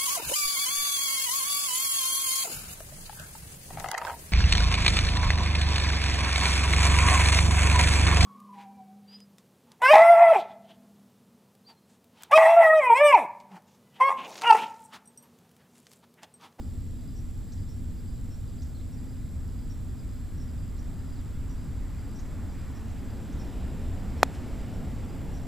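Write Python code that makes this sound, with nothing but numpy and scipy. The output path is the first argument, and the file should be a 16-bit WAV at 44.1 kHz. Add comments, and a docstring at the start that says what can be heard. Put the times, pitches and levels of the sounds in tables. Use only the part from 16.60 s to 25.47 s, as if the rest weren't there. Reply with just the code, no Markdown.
"""An open lawn beside a town road, where a mallet cracks once against a ball.
Underneath lie shaped-noise town rumble and a far motor's hum, built from sines. Beyond the hedge a car drives by,
its noise layers rising and falling with distance. Small birds chirp in gliding sines and buzz in narrow noise.
A camera's circuits add faint hiss, whine, pips and fizz. The crack is a contact push with a swing-back,
a ground bounce, decaying ring modes and short noise bursts."""
import sys
import numpy as np
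from scipy import signal
from scipy.io import wavfile
from scipy.ndimage import uniform_filter1d

SR = 44100
rng = np.random.default_rng(int(sys.argv[2]) if len(sys.argv) > 2 else 0)


def master(y):
    """Save y as 16-bit WAV."""
    cut = np.clip(np.atleast_2d(y).T, -1, 1)
    pcm = np.round(cut * 32767)  # scale
    wavfile.write(sys.argv[1], SR, pcm.astype(np.int16))


N = 391166

# Town rumble and broad hiss, spectrum shape: (frequency [Hz], relative density [dB per Hz])
RUMBLE_SPECTRUM = [(12, -25), (20, -1.5), (38, -5.5), (50, 1), (90, -1.5), (110, -6.5), (213, -17),
                   (260, -16), (310, -26.5), (430, -31), (1070, -47.5), (2600, -50.5), (4100, -47),
                   (6100, -54.5), (8700, -52.5), (15200, -60), (15400, -110)]
RUMBLE_DB = -36  # before the bass swell
# The bass of the rumble grows slowly, wanders, and surges once
BASS_RISE_DB_PER_S, BASS_WANDER_DB = 0.3156, 0.56
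SURGE_S, SURGE_WIDTH_S, SURGE_DB = 7.19, 0.29, 4.5
MOTOR_HZ = 15.17
# Motor orders, drifting as the air shifts: (multiple of MOTOR_HZ, start level [dB rms], end level [dB rms])
MOTOR_ORDERS = [(2, -46, -46), (6, -50, -50), (15, -61, -62), (16, -52, -60), (17, -57, -56),
                (18, -60, -52), (22, -63, -70)]

# Hiss of opposite sign in the two channels: (frequency [Hz], relative density [dB per Hz])
SIDE_HISS_SPECTRUM = [(6, 0), (22, 14), (40, 23.5), (80, 21.5), (150, -11), (600, -9), (1200, -25.5),
                      (3000, -5), (6700, 3.5), (7000, -3), (8100, -9), (8400, 3.5), (12500, 1.5),
                      (15000, -1), (15300, -50)]
# Housing resonances in the hiss, before it pulses: (frequency [Hz], width [Hz], level [dB rms])
HOUSING_RESONANCES = [(3450, 330, -80.5), (5540, 210, -79.5), (7480, 960, -68.5), (8030, 300, -78.5),
                      (9400, 1300, -78.5), (11380, 500, -78), (12800, 700, -80), (14100, 400, -82),
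                      (15150, 250, -81)]
FRAME_HZ = 30 / 1.001  # picture rate
# Thin steady circuit tones: (frequency [kHz], level [dB rms])
CLOCK_TONES = [(5, -88), (7, -90), (8, -89), (9, -92), (11, -91), (12, -92), (14, -94)]
# Whines: (multiple of the picture rate, level [dB rms], loss to the first neighbours [dB])
WHINE_CLUSTERS = [(250, -73, 8), (500, -79, 8.5)]
NEIGHBOUR_STEP_DB = 5  # further loss to the second neighbours
LONE_WHINE = (262.5, -77)  # (multiple of the picture rate, level [dB rms])
# Fizz bursts within each cycle of fifteen pictures: (start [s], relative level [dB])
FIZZ_BURSTS = [(.02, 5), (.08, 2), (.29, 2), (.38, 6), (.45, -4), (.48, 7)]
BURST_S, LULL_FROM_S, LULL_TO_S, LULL_DB = .02, .1, .38, -3.5

# Tyre roar: (frequency [Hz], relative density [dB per Hz])
TYRE_SPECTRUM = [(100, -9), (200, 6.5), (500, -9), (800, -2), (1250, -1), (2000, -5), (3500, -17),
                 (8000, -22), (14000, -45)]
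# Deeper body tone of the car: (frequency [Hz], relative density [dB per Hz])
BODY_SPECTRUM = [(200, -25), (350, 1.5), (600, -1), (850, -5), (1300, -19), (3000, -18.5), (8000, -33.5)]
# Low drone of the car: (frequency [Hz], relative density [dB per Hz])
DRONE_SPECTRUM = [(50, -20), (110, -1.5), (220, 3.5), (350, -8.5), (500, -20), (1000, -52)]
# The car drives past on a straight road
NEAREST_S, ROAD_M, SPEED_M_PER_S = 7.83, 18.5, 13.2
# Base levels at the nearest point; the drone fades as distance to the power DRONE_SPREAD
ROAR_DB, DRONE_DB, DRONE_SPREAD = -49, -41.5, 0.95
# The body tone takes over from the tyres: power share 0-1 before and after the turn
BODY_BEFORE, BODY_AFTER, BODY_S, BODY_TURN_S = 0.35, 0.72, 6.4, 0.15
# The body tone swells once before the car is abreast
BOOM_S, BOOM_WIDTH_S, BOOM_DB = 6.85, 0.22, 2.5
# The tyre roar swells briefly at the nearest point
SWISH_WIDTH_S, SWISH_DB = 0.24, 2.5
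# A low engine note stands out and sinks as the car passes
NOTE_S, NOTE_LENGTH_S, NOTE_FROM_HZ, NOTE_TO_HZ, NOTE_DB = 7.45, .5, 272, 222, -50

# Two-voiced rising chirps: (time [s], upper voice level [dB], lower voice level [dB])
CHIRP_NOTES = [(.919, -60, -60.5), (2.017, -60, -61), (4.179, -68, -64), (5.586, -57.5, -66),
               (6.298, -68, -73), (6.722, -64, -76)]
# Buzzy notes: (time [s], length [s], pitch [Hz], main band level [dB], upper band relative to main [dB])
BUZZ_NOTES = [(0.543, .07, 5500, -67, 0), (1.083, 0.05, 5400, -64, -7), (1.696, .065, 5400, -66.5, -3),
              (2.32, 0.042, 5400, -69, -1), (3.09, 0.041, 5560, -62, -5), (3.765, 0.086, 5380, -68.5, 0),
              (4.18, .04, 5700, -72, 0), (4.888, .045, 5450, -72, 6), (5.541, 0.043, 5550, -65, 0),
              (6.14, 0.045, 5400, -67.5, -1), (6.78, .055, 5350, -65, -1), (7.565, 0.062, 5350, -68, -6),
              (8.11, 0.046, 5400, -69, -5), (8.73, 0.059, 5500, -66.5, 2)]
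BUZZ_SPLIT_HZ = 390
# Arched and falling whistles: (time [s], length [s], four pitch points [Hz, Hz, Hz, Hz], level [dB])
WHISTLE_NOTES = [(2.143, .036, 3900, 4280, 4200, 2950, -64.5), (2.194, .024, 2950, 4050, 3900, 3050, -65.5),
                 (4.553, .027, 4600, 4520, 4200, 3450, -68.5), (4.584, .038, 4250, 3800, 3450, 3150, -69.5)]

BLOW_S, BLOW_DB = 7.63061, -.3
BOUNCE_S, BOUNCE_GAIN = 0.00188, -0.18  # the knock comes back inverted off the ground
# Ring of mallet head and ball: (frequency [Hz], level within the ring [dB], decay by 60 dB [s])
HEAD_MODES = [(262, -19, 0.16), (352, -38, 0.025), (2400, -3, 0.011), (3350, -13, 0.019),
              (3700, -2.5, 0.0092), (4120, -4, .011), (4900, -4, 0.0096), (5400, -0.5, 0.008),
              (5900, -7, .011), (6620, -10, .013), (7190, -10.5, .015), (7870, -13, .013),
              (8760, -18, .012), (9080, -14.5, .012), (9610, -17, .013), (10950, -13.5, 0.0095),
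              (11900, -12, 0.0095)]

# Resting voltage of each channel: (offset [fraction of full scale])
CHANNEL_OFFSETS = [
    [.0062],
    [-.0078],
]
HISS_EDGE_HZ, EDGE_HZ = 15330, 16400  # treble edges of the bed and of the whole mix


def gain_of(db):
    """Decibels to amplitude gain."""
    return 10 ** (np.asarray(db) / 20)


def evened(x):
    """Scales a sound to rms 1."""
    return x / np.sqrt(np.mean(x ** 2) + 1e-20)


def read(points, hz):
    """Reads a spectrum curve on a log-frequency axis."""
    f, value = np.transpose(points)
    return np.interp(np.log(hz + 1), np.log(f + 1), value)


def bump(t, centre_s, width_s):
    """A smooth bell that peaks at 1."""
    return np.exp(-((t - centre_s) / width_s) ** 2)


def add(mix, s, sound):
    """Mixes a sound in at time s."""
    part = mix[round(s * SR):][:len(sound)]
    part += sound[:len(part)]


def low_pass(x, edge_hz):
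    """Steep treble cut in each channel."""
    taps = signal.firwin(511, edge_hz, window=("kaiser", 9), fs=SR)
    return signal.oaconvolve(x, taps[None], "same")


def noise(points, patchy_db=0.0):
    """Shaped noise at rms 1: random short-time spectra whose level varies in smooth patches."""
    frames, hz = N // 512 + 5, np.fft.rfftfreq(2048, 1 / SR)
    real, imaginary, patches = rng.standard_normal((frames, 1025, 3)).T
    patches = uniform_filter1d(patches, size=14, axis=0)  # smooth across frequency
    patches = evened(uniform_filter1d(patches, size=12, axis=1))  # and across time
    level_db = read(points, hz)[:, None] + patchy_db * patches
    spectra = (real + 1j * imaginary) * gain_of(level_db)
    return evened(signal.istft(spectra, nperseg=2048, noverlap=1536)[1][:N])


def fuzz(size, hz, width):
    """Narrow noise at rms 1: slow complex noise from two equal poles, shifted up to the pitch."""
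    r = np.exp(-np.pi * width / SR)
    source = rng.standard_normal((size, 2)) @ [1, 1j]
    slow = signal.lfilter([1], np.convolve([1, -r], [1, -r]), source)
    carrier = np.exp(2j * np.pi * hz * np.arange(size) / SR)
    return evened((slow * carrier).real)


def tones(rows, unit_hz):
    """Sines of fixed pitch at multiples of one frequency, each with a random starting phase."""
    t = np.arange(N) / SR
    out = 0
    for multiple, db in rows:
        cycles = multiple * unit_hz * t + rng.random()
        out = out + np.sqrt(2) * gain_of(db) * np.sin(2 * np.pi * cycles)
    return out


def whistle(length, hz_points):
    """A sine on a polynomial pitch path through evenly spaced points, with soft ends."""
    u = np.linspace(0, 1, round(length * SR))
    point_u = np.linspace(0, 1, len(hz_points))
    hz = np.polyval(np.polyfit(point_u, hz_points, len(hz_points) - 1), u)
    sine = np.sqrt(2) * np.sin(2 * np.pi * np.cumsum(hz) / SR)
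    return sine * signal.windows.tukey(len(u), .25)


def motor():
    """Hum of a far motor: sines at its orders, each gliding in level."""
    rows = [(order, np.linspace(start_db, end_db, N)) for order, start_db, end_db in MOTOR_ORDERS]
    return tones(rows, MOTOR_HZ)


def town():
    """Shaped-noise rumble whose low-passed bass is lifted by a slow swell."""
    t = np.arange(N) / SR
    wander = sum(np.sin(2 * np.pi * (hz * t + rng.random())) for hz in np.geomspace(.15, 1, 12))
    swell_db = BASS_RISE_DB_PER_S * t + BASS_WANDER_DB * evened(wander)
    swell_db += SURGE_DB * bump(t, SURGE_S, SURGE_WIDTH_S)
    rumble = noise(RUMBLE_SPECTRUM, patchy_db=1.05)
    bass = signal.sosfilt(signal.butter(2, 120, fs=SR, output="sos"), rumble)
    return gain_of(RUMBLE_DB) * (rumble + (gain_of(swell_db) - 1) * bass)


def side_hiss():
    """Thin shaped noise with opposite sign in the two channels."""
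    return gain_of(-72.0) * noise(SIDE_HISS_SPECTRUM) * np.array([[1], [-1]])


def housing_hiss():
    """Hiss through the housing's resonances, which jumps and then sags once a picture."""
    hiss = sum(gain_of(db) * fuzz(N, hz, width) for hz, width, db in HOUSING_RESONANCES)
    frame = np.arange(N) / SR * FRAME_HZ % 1  # position within the picture, 0-1
    jump, sag = bump(frame, .325, .03), bump(frame, .46, .07)
    return hiss * gain_of(6.8 * jump - 12.0 * sag)


def pips():
    """A short high sine pip every third picture, with each fifth pip skipped."""
    t = np.arange(N) / SR
    beats = t * FRAME_HZ / 3
    gate = (abs(beats % 1 - .5) < .06) * (beats // 1 % 5 != 3)
    soft_gate = uniform_filter1d(gate * 1., size=60)
    return gain_of(-67.5) * soft_gate * np.sin(2 * np.pi * 7777 * t)


def fizz():
    """Narrow noise stepped in level by a repeating pattern of bursts and a lull."""
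    cycle = np.arange(N) / SR % (15 / FRAME_HZ)
    level_db = LULL_DB * (cycle > LULL_FROM_S) * (cycle < LULL_TO_S)
    for s, db in FIZZ_BURSTS:
        level_db = level_db + db * (cycle > s) * (cycle < s + BURST_S)
    smooth_db = uniform_filter1d(level_db * 1., size=100)
    return gain_of(-73.5 + smooth_db) * fuzz(N, 4850, 340)


def whine():
    """Sine whines with two neighbours either side, one picture rate apart, plus a lone whine."""
    rows = [LONE_WHINE]
    for multiple, db, first_db in WHINE_CLUSTERS:
        for n in range(-2, 3):
            loss_db = (n != 0) * first_db + (abs(n) == 2) * NEIGHBOUR_STEP_DB
            rows.append((multiple + n, db - loss_db))
    return tones(rows, FRAME_HZ)


def camera():
    """The camera's circuits: pulsing hiss, pips, fizz, whines and thin steady tones."""
    return housing_hiss() + pips() + fizz() + whine() + tones(CLOCK_TONES, 1000)


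def car():
    """Roar falling as inverse distance, a drone with its own distance law, and a sinking engine note."""
    t = np.arange(N) / SR
    near = ROAD_M / np.hypot(ROAD_M, SPEED_M_PER_S * (t - NEAREST_S))  # 1 at the nearest point
    turned = .5 + .5 * np.tanh((t - BODY_S) / BODY_TURN_S)
    share = np.clip(BODY_BEFORE + (BODY_AFTER - BODY_BEFORE) * turned, 0, 1)
    boom = gain_of(BOOM_DB * bump(t, BOOM_S, BOOM_WIDTH_S))
    swish = gain_of(SWISH_DB * bump(t, NEAREST_S, SWISH_WIDTH_S))
    tyres = np.sqrt(1 - share) * noise(TYRE_SPECTRUM, patchy_db=1.0)
    body = boom * np.sqrt(share) * noise(BODY_SPECTRUM, patchy_db=1.5)
    # the swish lifts tyres only
    roar = gain_of(ROAR_DB) * near * (swish * tyres + body)
    drone = gain_of(DRONE_DB) * near ** DRONE_SPREAD * noise(DRONE_SPECTRUM, patchy_db=1.5)
    out = roar + drone
    add(out, NOTE_S, gain_of(NOTE_DB) * whistle(NOTE_LENGTH_S, [NOTE_FROM_HZ, NOTE_TO_HZ]))
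    return out


def trees(calls):
    """Adds scatter from the trees: the calls convolved with a short decaying noise tail."""
    t = np.arange(9000) / SR
    tail = rng.standard_normal(len(t)) * gain_of(-60 * t / .6)
    return calls + gain_of(-6) * signal.oaconvolve(calls, tail / np.linalg.norm(tail))[:N]


def birds():
    """Gliding-sine chirps and whistles and narrow-noise buzzes, scattered by the trees."""
    calls = np.zeros(N)
    for s, upper_db, lower_db in CHIRP_NOTES:
        add(calls, s, gain_of(upper_db) * whistle(.019, [5350, 6250, 6950]))
        add(calls, s, gain_of(lower_db) * whistle(.024, [3600, 5050, 5950]))
    for s, length, hz, db, upper_db in BUZZ_NOTES:
        size = round(length * SR)
        # a fast trill is heard as a main band and an upper one
        note = fuzz(size, hz, 160) + gain_of(upper_db) * fuzz(size, hz + BUZZ_SPLIT_HZ, 200)
        add(calls, s, gain_of(db) * note * signal.windows.tukey(size, .5))
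    for s, length, *hz_points, db in WHISTLE_NOTES:
        add(calls, s, gain_of(db) * whistle(length, hz_points))
    return trees(calls)


def contact_knock(t):
    """A half-millisecond push, from which the struck ball swings back through one broad low mode."""
    push = np.sin(np.pi * np.clip(t / .0005, 0, 1)) ** 1.5
    r, turn = np.exp(-np.pi * 500 / SR), 2 * np.pi * 610 / SR  # width 500 Hz, pitch 610 Hz
    swing = signal.lfilter([1], [1, -2 * r * np.cos(turn), r * r], push)
    knock = push - .0098 * swing
    return knock / knock.max()


def head_ring(t):
    """Decaying sine modes of mallet head and ball that build up just after contact."""
    rise = 1 - np.exp(-(t / 0.0015) ** 2)
    modes = sum(gain_of(db - 60 * t / t60) * np.sin(2 * np.pi * hz * t) for hz, db, t60 in HEAD_MODES)
    return rise * modes


def mallet():
    """The blow: knock, ground bounce, ring, decaying noise rattle and snap, and one far hedge echo."""
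    t = np.arange(SR // 5) / SR
    knock = contact_knock(t)
    bounce = BOUNCE_GAIN * np.interp(t - BOUNCE_S, t, knock)
    ring = gain_of(-8.5) * head_ring(t)
    band = signal.butter(2, [1500, 9000], "band", fs=SR, output="sos")
    rattle_grit, hedge_grit = signal.sosfilt(band, rng.standard_normal((2, len(t))))
    rattle = gain_of(-23 - 60 * t / .017) * (1 - np.exp(-t / .0005)) * rattle_grit
    snap = gain_of(-26 - 60 * t / .005) * fuzz(len(t), 12900, 4000)
    # the echo is a soft noise puff
    hedge = gain_of(-53.0) * bump(t, .122, 0.023) * hedge_grit
    out = np.zeros(N)
    add(out, BLOW_S, gain_of(BLOW_DB) * (knock + bounce + ring + rattle + snap + hedge))
    return out


def scene():
    """Same sound in both channels but for the side hiss; a trace of the blow skips the first treble cut."""
    bed = town() + motor() + side_hiss() + camera() + car() + birds()
    blow, trace = mallet(), gain_of(-14)
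    return low_pass(bed + (1 - trace) * blow, HISS_EDGE_HZ) + trace * blow


def record(dry):
    """Adds the channel offsets, clips at full scale, then cuts the top treble."""
    return low_pass(np.clip(dry + np.array(CHANNEL_OFFSETS), -1, 1), EDGE_HZ)


dry = scene()
out = record(dry)
master(out)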